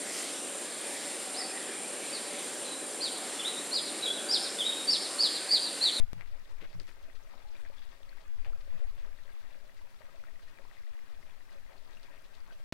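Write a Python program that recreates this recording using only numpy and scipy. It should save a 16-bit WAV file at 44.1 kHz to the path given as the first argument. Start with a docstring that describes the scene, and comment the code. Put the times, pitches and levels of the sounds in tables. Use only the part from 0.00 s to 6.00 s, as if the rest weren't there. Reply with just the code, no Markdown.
"""A wet yard edged with plants, where a plover wades. From the start, insects shrill in the foliage over a
dull roar, a far hum and a faint hiss. Two rustles and faint far calls come first, then sparse wet ticks.
At 1.3 s a bird gives a soft slurred whistle. From 2.1 s it repeats sharp arched chirps, louder and closer
together, with whistles between the first five. Ground, leaves and a far wall echo each note."""
import sys
import numpy as np
from scipy import signal
from scipy.fft import rfft, irfft
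from scipy.io import wavfile
from scipy.ndimage import uniform_filter1d

SR = 44100
rng = np.random.default_rng(int(sys.argv[2]) if len(sys.argv) > 2 else 0)


def unload_wav(signal):
    """Save mono or channel-first audio to the path in sys.argv[1] as 16-bit WAV at rate SR, clipped to [-1, 1]."""
    wavfile.write(
        sys.argv[1],
        SR,
        np.round(np.clip(np.atleast_2d(signal).T, -1, 1) * 32767).astype(np.int16),
    )


N = 264600
TIME = np.arange(N) / SR
BINS_HZ = np.maximum(np.fft.rfftfreq(N, 1 / SR), 1)
LEFT_RIGHT = np.array([[1], [-1]])


# Chirp contour: stage (-1 start, 0 top, 1 end), sweep_share, gain_db
CHIRP_CONTOUR = [(-1, 0, -16), (-.7, .12, -6), (-.38, .45, -1.5), (-.22, .88, -3.5), (0, 1, -3.5),
                 (.13, .92, -2), (.27, .71, 1), (.46, .52, -3), (.75, .27, -9.5), (1, -.04, -19)]
# Chirps: top_s, rise_s, fall_s, start_hz, top_hz, end_hz, level_db, slide (0 held, 1 gliding), sag_hz
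BIRD_CHIRPS = [(2.142, 0.019, 0.046, 4650, 4690, 3430, -40, 0.77, 50),
               (3.030, 0.03, 0.067, 4085, 4880, 3010, -34, 0.8, 129),
               (3.748, 0.037, 0.056, 4120, 5010, 3100, -30, 0.79, 167),
               (4.325, .041, 0.059, 4700, 5420, 3000, -26.8, 0.32, 290),
               (4.915, 0.044, 0.056, 4610, 5370, 3120, -26.3, .04, 180),
               (5.223, .040, .059, 4290, 5030, 3120, -24.5, 0.96, 91),
               (5.53, 0.043, 0.056, 4500, 4890, 3030, -24, 0.51, -90),
               (5.837, 0.031, 0.069, 4010, 4540, 3000, -24, 1, 27)]

def chirps(waver=.007, top_waver=.012, rough_s=.012, top_throb_db=3, throb_s=.017, flutter_db=1.2):
    """A short opening note flicks up to a top where the voice breaks and pulses, then sweeps down."""
    stage, contour, contour_db = np.transpose(CHIRP_CONTOUR)
    rising, opening = stage < 0, stage < -.3
    bend = np.sin(np.pi * np.maximum(stage, 0))
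    out = np.zeros(N)
    for top_s, rise_s, fall_s, start_hz, top_hz, end_hz, db, slide, sag_hz in BIRD_CHIRPS:
        from_top_s = stage * np.where(rising, rise_s, fall_s)
        foot_hz = np.where(rising, start_hz, end_hz)
        sweep = contour * np.where(opening, slide, 1)
        pitch_hz = foot_hz + sweep * (top_hz - foot_hz) - sag_hz * bend
        rough = waver + top_waver * np.exp(-(from_top_s / rough_s) ** 2)
        throb_db = top_throb_db * np.exp(-(from_top_s / throb_s) ** 2)
        out += note(top_s + from_top_s, pitch_hz, db + contour_db, rough, flutter_db, throb_db)
    return out


# Whistles, one list of points each: time_s, pitch_hz, level_db
WHISTLE_CURVES = [
    [(1.342, 3850, -53), (1.356, 4300, -45), (1.368, 4800, -46), (1.386, 5200, -41), (1.405, 5130, -42),
     (1.417, 4560, -41.5), (1.436, 4560, -46)],
    [(2.644, 4220, -44.5), (2.68, 3940, -48.5), (2.705, 4070, -50), (2.725, 3940, -47.5),
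     (2.745, 3820, -51)],
    [(3.385, 3440, -50), (3.403, 3520, -37), (3.425, 2700, -48), (3.44, 3060, -46), (3.456, 3680, -33),
     (3.466, 3730, -40), (3.477, 3940, -34.5), (3.505, 3830, -43)],
    [(4.022, 3950, -39), (4.038, 3930, -31.5), (4.055, 3850, -37), (4.067, 3300, -33), (4.09, 3380, -36),
     (4.111, 3440, -34), (4.124, 3400, -42)],
    [(4.583, 3380, -39), (4.597, 3673, -36.5), (4.611, 3340, -31), (4.628, 3010, -38.5), (4.643, 3520, -36),
     (4.66, 3810, -35), (4.679, 3784, -31.5), (4.726, 3720, -39)],
]

def whistles(waver=.012, flutter_db=2.0):
    """The bird slurs from pitch to pitch, wavering as it goes."""
    return sum(note(*np.transpose(points), waver, flutter_db) for points in WHISTLE_CURVES)


def note(times, pitch_hz, level_db, waver, flutter_db, throb_db=0, throb_hz=95):
    """The bird's voice: a gliding, nearly pure tone; waver is jitter as a share of the pitch."""
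    span = slice(int(times[0] * SR), int(times[-1] * SR))
    t, out = TIME[span], np.zeros(N)
    pitch_hz, level_db, waver, throb_db = (np.interp(t, times, np.broadcast_to(curve, len(times)))
                                           for curve in (pitch_hz, level_db, waver, throb_db))
    tremble = butter(rng.standard_normal((2, SR // 4)), "low", hz=220)
    jitter, flutter = rms_one(tremble)[:, :len(t)]
    hz = uniform_filter1d(pitch_hz, size=220) * (1 + waver * jitter)
    phase = 2 * np.pi * np.cumsum(hz) / SR
    tone = np.sin(phase) + from_db(-42) * np.sin(2 * phase) + from_db(-41) * np.sin(3 * phase)
    edge_s = np.minimum(t - times[0], times[-1] - t)
    gate = np.sin(np.pi / 2 * np.clip(edge_s / .004, 0, 1)) ** 2
    throb = np.sin(2 * np.pi * (throb_hz * t + rng.random())) - .5
    out[span] = np.sqrt(2) * gate * from_db(level_db + flutter_db * flutter + throb_db * throb) * tone
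    return out


def yard(bird, wall_s=.1167, wall_db=-12):
    """Near surfaces thicken each note, foliage adds a tail, a far wall with ledges answers once."""
    near = scatter(start_s=.002, t60_s=.18, samples=1900, count=48)
    foliage = from_db(-5) * scatter(start_s=.033, t60_s=1.0, samples=22000, count=900)
    ledges = from_db(-12) * scatter(start_s=.102, t60_s=.76, samples=1400, count=40)
    mid = butter(near + foliage + ledges, "high", hz=3200, order=4)  # small scatterers favour treble
    mid[int(wall_s * SR)] += from_db(wall_db)
    side = from_db(-22) * scatter(start_s=.0016, t60_s=.75, samples=14000, count=500)
    return bird + signal.oaconvolve(bird[None], mid + side * LEFT_RIGHT, axes=1)[:, :N]


def scatter(start_s, t60_s, samples, count):
    """Decaying reflections of random sign, total energy 1."""
    delay_s = (np.arange(count) + rng.random(count)) * samples / count / SR
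    arrivals = ((start_s + delay_s) * SR).astype(int)
    response = np.zeros(SR)
    response[arrivals] = rng.choice([-1, 1], count) * from_db(-60 * delay_s / t60_s)
    return response / np.sqrt(np.sum(response ** 2))


# Ticks: start_s, level_db (before filtering)
WET_TICKS = [(1.099, -35), (1.393, -30), (1.628, -28), (1.93, -33), (2.535, -41), (3.481, -28),
             (5.062, -38)]

def ticks(t60_s=.0091, band_hz=(2000, 7500)):
    """Tiny bright clicks, as of drops and steps on wet ground."""
    strikes = np.zeros(N)
    for start_s, db in WET_TICKS:
        strikes[int(start_s * SR)] = from_db(db)
    decay = from_db(-60 / (t60_s * SR))
    envelope = signal.lfilter([1], [1, -decay], strikes + 1e-18)
    return butter(envelope * rng.standard_normal(N), "band", band_hz)


# Far calls: centre_s, half_length_s, pitch_hz, width_hz, level_db
DISTANT_CALLS = [(0.153, 0.3, 2100, 300, -50), (0.872, 0.16, 2430, 110, -53), (1.003, 0.35, 2130, 600, -52),
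                 (1.426, .06, 1955, 170, -46.5), (1.514, 0.033, 2480, 80, -47),
                 (1.581, 0.13, 1950, 170, -50), (1.789, .26, 2395, 70, -53.5),
                 (2.042, 0.043, 2290, 160, -48), (4.297, 0.58, 1545, 260, -51.5),
                 (5.149, .12, 1110, 200, -50.5), (5.529, 0.061, 2070, 260, -49.5)]

def far_calls():
    """Distance smears each call into a narrow noise band that swells and fades."""
    out = np.zeros(N)
    for centre_s, half_s, hz, width_hz, db in DISTANT_CALLS:
        on = abs(TIME - centre_s) < half_s
        ring = butter(rng.standard_normal(3 * SR), "band", [hz - width_hz / 2, hz + width_hz / 2])
        envelope = np.cos(np.pi / 2 * (TIME[on] - centre_s) / half_s) ** 2
        out[on] += from_db(db) * envelope * rms_one(ring)[-on.sum():]
    return out


# Choirs: pitch_hz, width_hz, level_db
INSECT_CHOIRS = [(7472, 390, -47.5), (8935, 525, -43), (10780, 620, -53)]

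def insects(flicker_db=.71):
    """Many stridulations merge into one narrow band per choir; the highest is the most diffuse."""
    side = from_db(-17 + 12 * np.clip((BINS_HZ - 8400) / 3000, -.1, 1))
    return sum(from_db(db + flicker_db * drift(rate_hz=12)) * stereo_noise(resonance(hz, width_hz), side)
               for hz, width_hz, db in INSECT_CHOIRS)


# Hiss spectrum: frequency_hz, gain_db
HISS_SPECTRUM = [(60, -45), (300, -43), (800, 0), (1050, 1.5), (1300, 0.5), (1550, 3), (2000, 2),
                 (2600, 1.5), (4200, 1), (5300, -1.5), (6200, -4), (9000, -6.5), (12000, -16),
                 (15000, -29.5)]
# Hiss below the split: time_s, gain_db
HISS_LOW_GAIN = [(0, -2), (1.3, -0.5), (1.85, -1), (2.35, 0.5), (2.95, -2), (3.25, 0.5), (3.7, -0.8),
                 (4.4, -1), (6, 0)]
# Hiss above the split: time_s, gain_db
HISS_TREBLE_GAIN = [(0, 0.5), (.7, 0.5), (1.25, -0.5), (1.87, -2.5), (2.05, 0.5), (2.45, 1), (2.85, -2.5),
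                    (3.3, 0.5), (3.7, -0.5), (4.4, 2), (6, 0.5)]
# Rustles: peak_s, treble_gain_db
HISS_RUSTLES = [(.17, 6.5), (.94, 4)]

def hiss(side, base_db=-43, split_hz=4200, low_share=.4):
    """An airy hiss that brief rustles lift and brighten."""
    air = from_db(base_db) * patchy_noise(colour(HISS_SPECTRUM), side)
    low = irfft(rfft(air) / (1 + (BINS_HZ / split_hz) ** 4), N)
    rustle_db = swells(HISS_RUSTLES, attack_s=.12, release_s=.25)
    treble = (air - low) * level(HISS_TREBLE_GAIN) * from_db(rustle_db)
    return treble + low * level(HISS_LOW_GAIN) * from_db(low_share * rustle_db)


# Roar spectrum: frequency_hz, gain_db
ROAR_SPECTRUM = [(30, -50), (60, -40), (100, -29.5), (150, -13.5), (200, -6), (290, 1), (500, 0.16),
                 (590, -1), (660, -3.5), (900, -12), (1500, -19.5), (3000, -64)]
# Roar envelope: time_s, level_db
ROAR_ENVELOPE = [(0, -46), (.9, -46.5), (1.7, -45.5), (3.7, -45.5), (4.2, -44.5), (6, -47.5)]

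def roar(side):
    """A dull far roar that eases up and down."""
    return level(ROAR_ENVELOPE) * stereo_noise(colour(ROAR_SPECTRUM), side)


# Swells of the upper tone: peak_s, gain_db
UPPER_HUM_SWELLS = [(1.42, 12.5), (3.26, 5), (4.4, 8)]

def hum(side, upper_hz=764, lower_hz=574):
    """A far hum of two narrow noise bands: the upper swells now and then, the lower wavers."""
    upper_db = -57.5 + swells(UPPER_HUM_SWELLS, attack_s=.27, release_s=.087)
    upper = from_db(upper_db) * stereo_noise(resonance(upper_hz, width_hz=44), side)
    lower_db = -55 + 2 * drift(rate_hz=5.6)
    return upper + from_db(lower_db) * stereo_noise(resonance(lower_hz, width_hz=30), side)


# Stereo width: frequency_hz, side_minus_mid_db
STEREO_WIDTH = [(40, -10), (130, -19.5), (400, -22.5), (1200, -20.5), (4000, -21.5), (6500, -18),
                (10000, -8), (13000, -3)]

def surroundings():
    """Roar, hum and hiss, widest in the high treble."""
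    side = colour(STEREO_WIDTH)
    return roar(side) + hum(side) + hiss(side)


def stereo_noise(gain, side):
    """Noise shared by both channels plus a weaker opposed part."""
    mid, across = irfft(rfft(rng.standard_normal((2, N))) * [gain, gain * side], N)
    return rms_one(mid + across * LEFT_RIGHT)


def patchy_noise(gain, side, depth_db=1.7, rate_hz=4.5, count=18):
    """Stereo noise in which each band swells and sinks on its own."""
    band_index = np.interp(np.log(BINS_HZ), np.log([800, 7000]), [0, count - 1])
    mid, across = rfft(rng.standard_normal((2, N))) * gain
    bands = (irfft(mid * np.maximum(1 - abs(band_index - k), 0), N) for k in range(count))
    patches = sum(band * from_db(depth_db * drift(rate_hz)) for band in bands)
    return rms_one(patches + irfft(across * side, N) * LEFT_RIGHT)


def drift(rate_hz, hop=200):
    """Slow random curve, rms 1."""
    pole = np.exp(-2 * np.pi * rate_hz * hop / SR)
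    slow = signal.lfilter([1], [1, -2 * pole, pole ** 2], rng.standard_normal(N // hop + 502))[500:]
    return np.interp(np.arange(N) / hop, np.arange(len(slow)), rms_one(slow))


def swells(rows, attack_s, release_s):
    """Triangular swells in dB over time."""
    return sum(np.interp(TIME, [s - attack_s, s, s + release_s], [0, db, 0]) for s, db in rows)


def level(rows):
    """Gain over time from rows of time_s, gain_db."""
    return from_db(np.interp(TIME, *np.transpose(rows)))


def colour(rows):
    """Gain over frequency from rows of frequency_hz, gain_db."""
    hz, db = np.transpose(rows)
    return from_db(np.interp(np.log(BINS_HZ), np.log(hz), db))


def resonance(hz, width_hz):
    """Gain over frequency of a rounded peak."""
    return 1 / (1 + ((BINS_HZ - hz) / width_hz * 1.3) ** 2)


def butter(x, kind, hz, order=2):
    """Low-, high- or band-pass filter."""
    return signal.sosfilt(signal.butter(order, hz, kind, fs=SR, output="sos"), x)


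def from_db(db):
    """Decibels to gain."""
    return 10 ** (np.asarray(db) / 20)


def rms_one(x):
    """Scale to rms 1."""
    return x / np.sqrt(np.mean(x ** 2) + 1e-20)


def scene():
    """The bird in its yard, over the background."""
    return yard(chirps() + whistles()) + far_calls() + insects() + surroundings() + ticks()


def record(dry, cutoff_hz=15200):
    """Steep low-pass."""
    return signal.sosfilt(signal.ellip(10, .1, 80, cutoff_hz, fs=SR, output="sos"), dry)


dry = scene()
out = record(dry)
unload_wav(out)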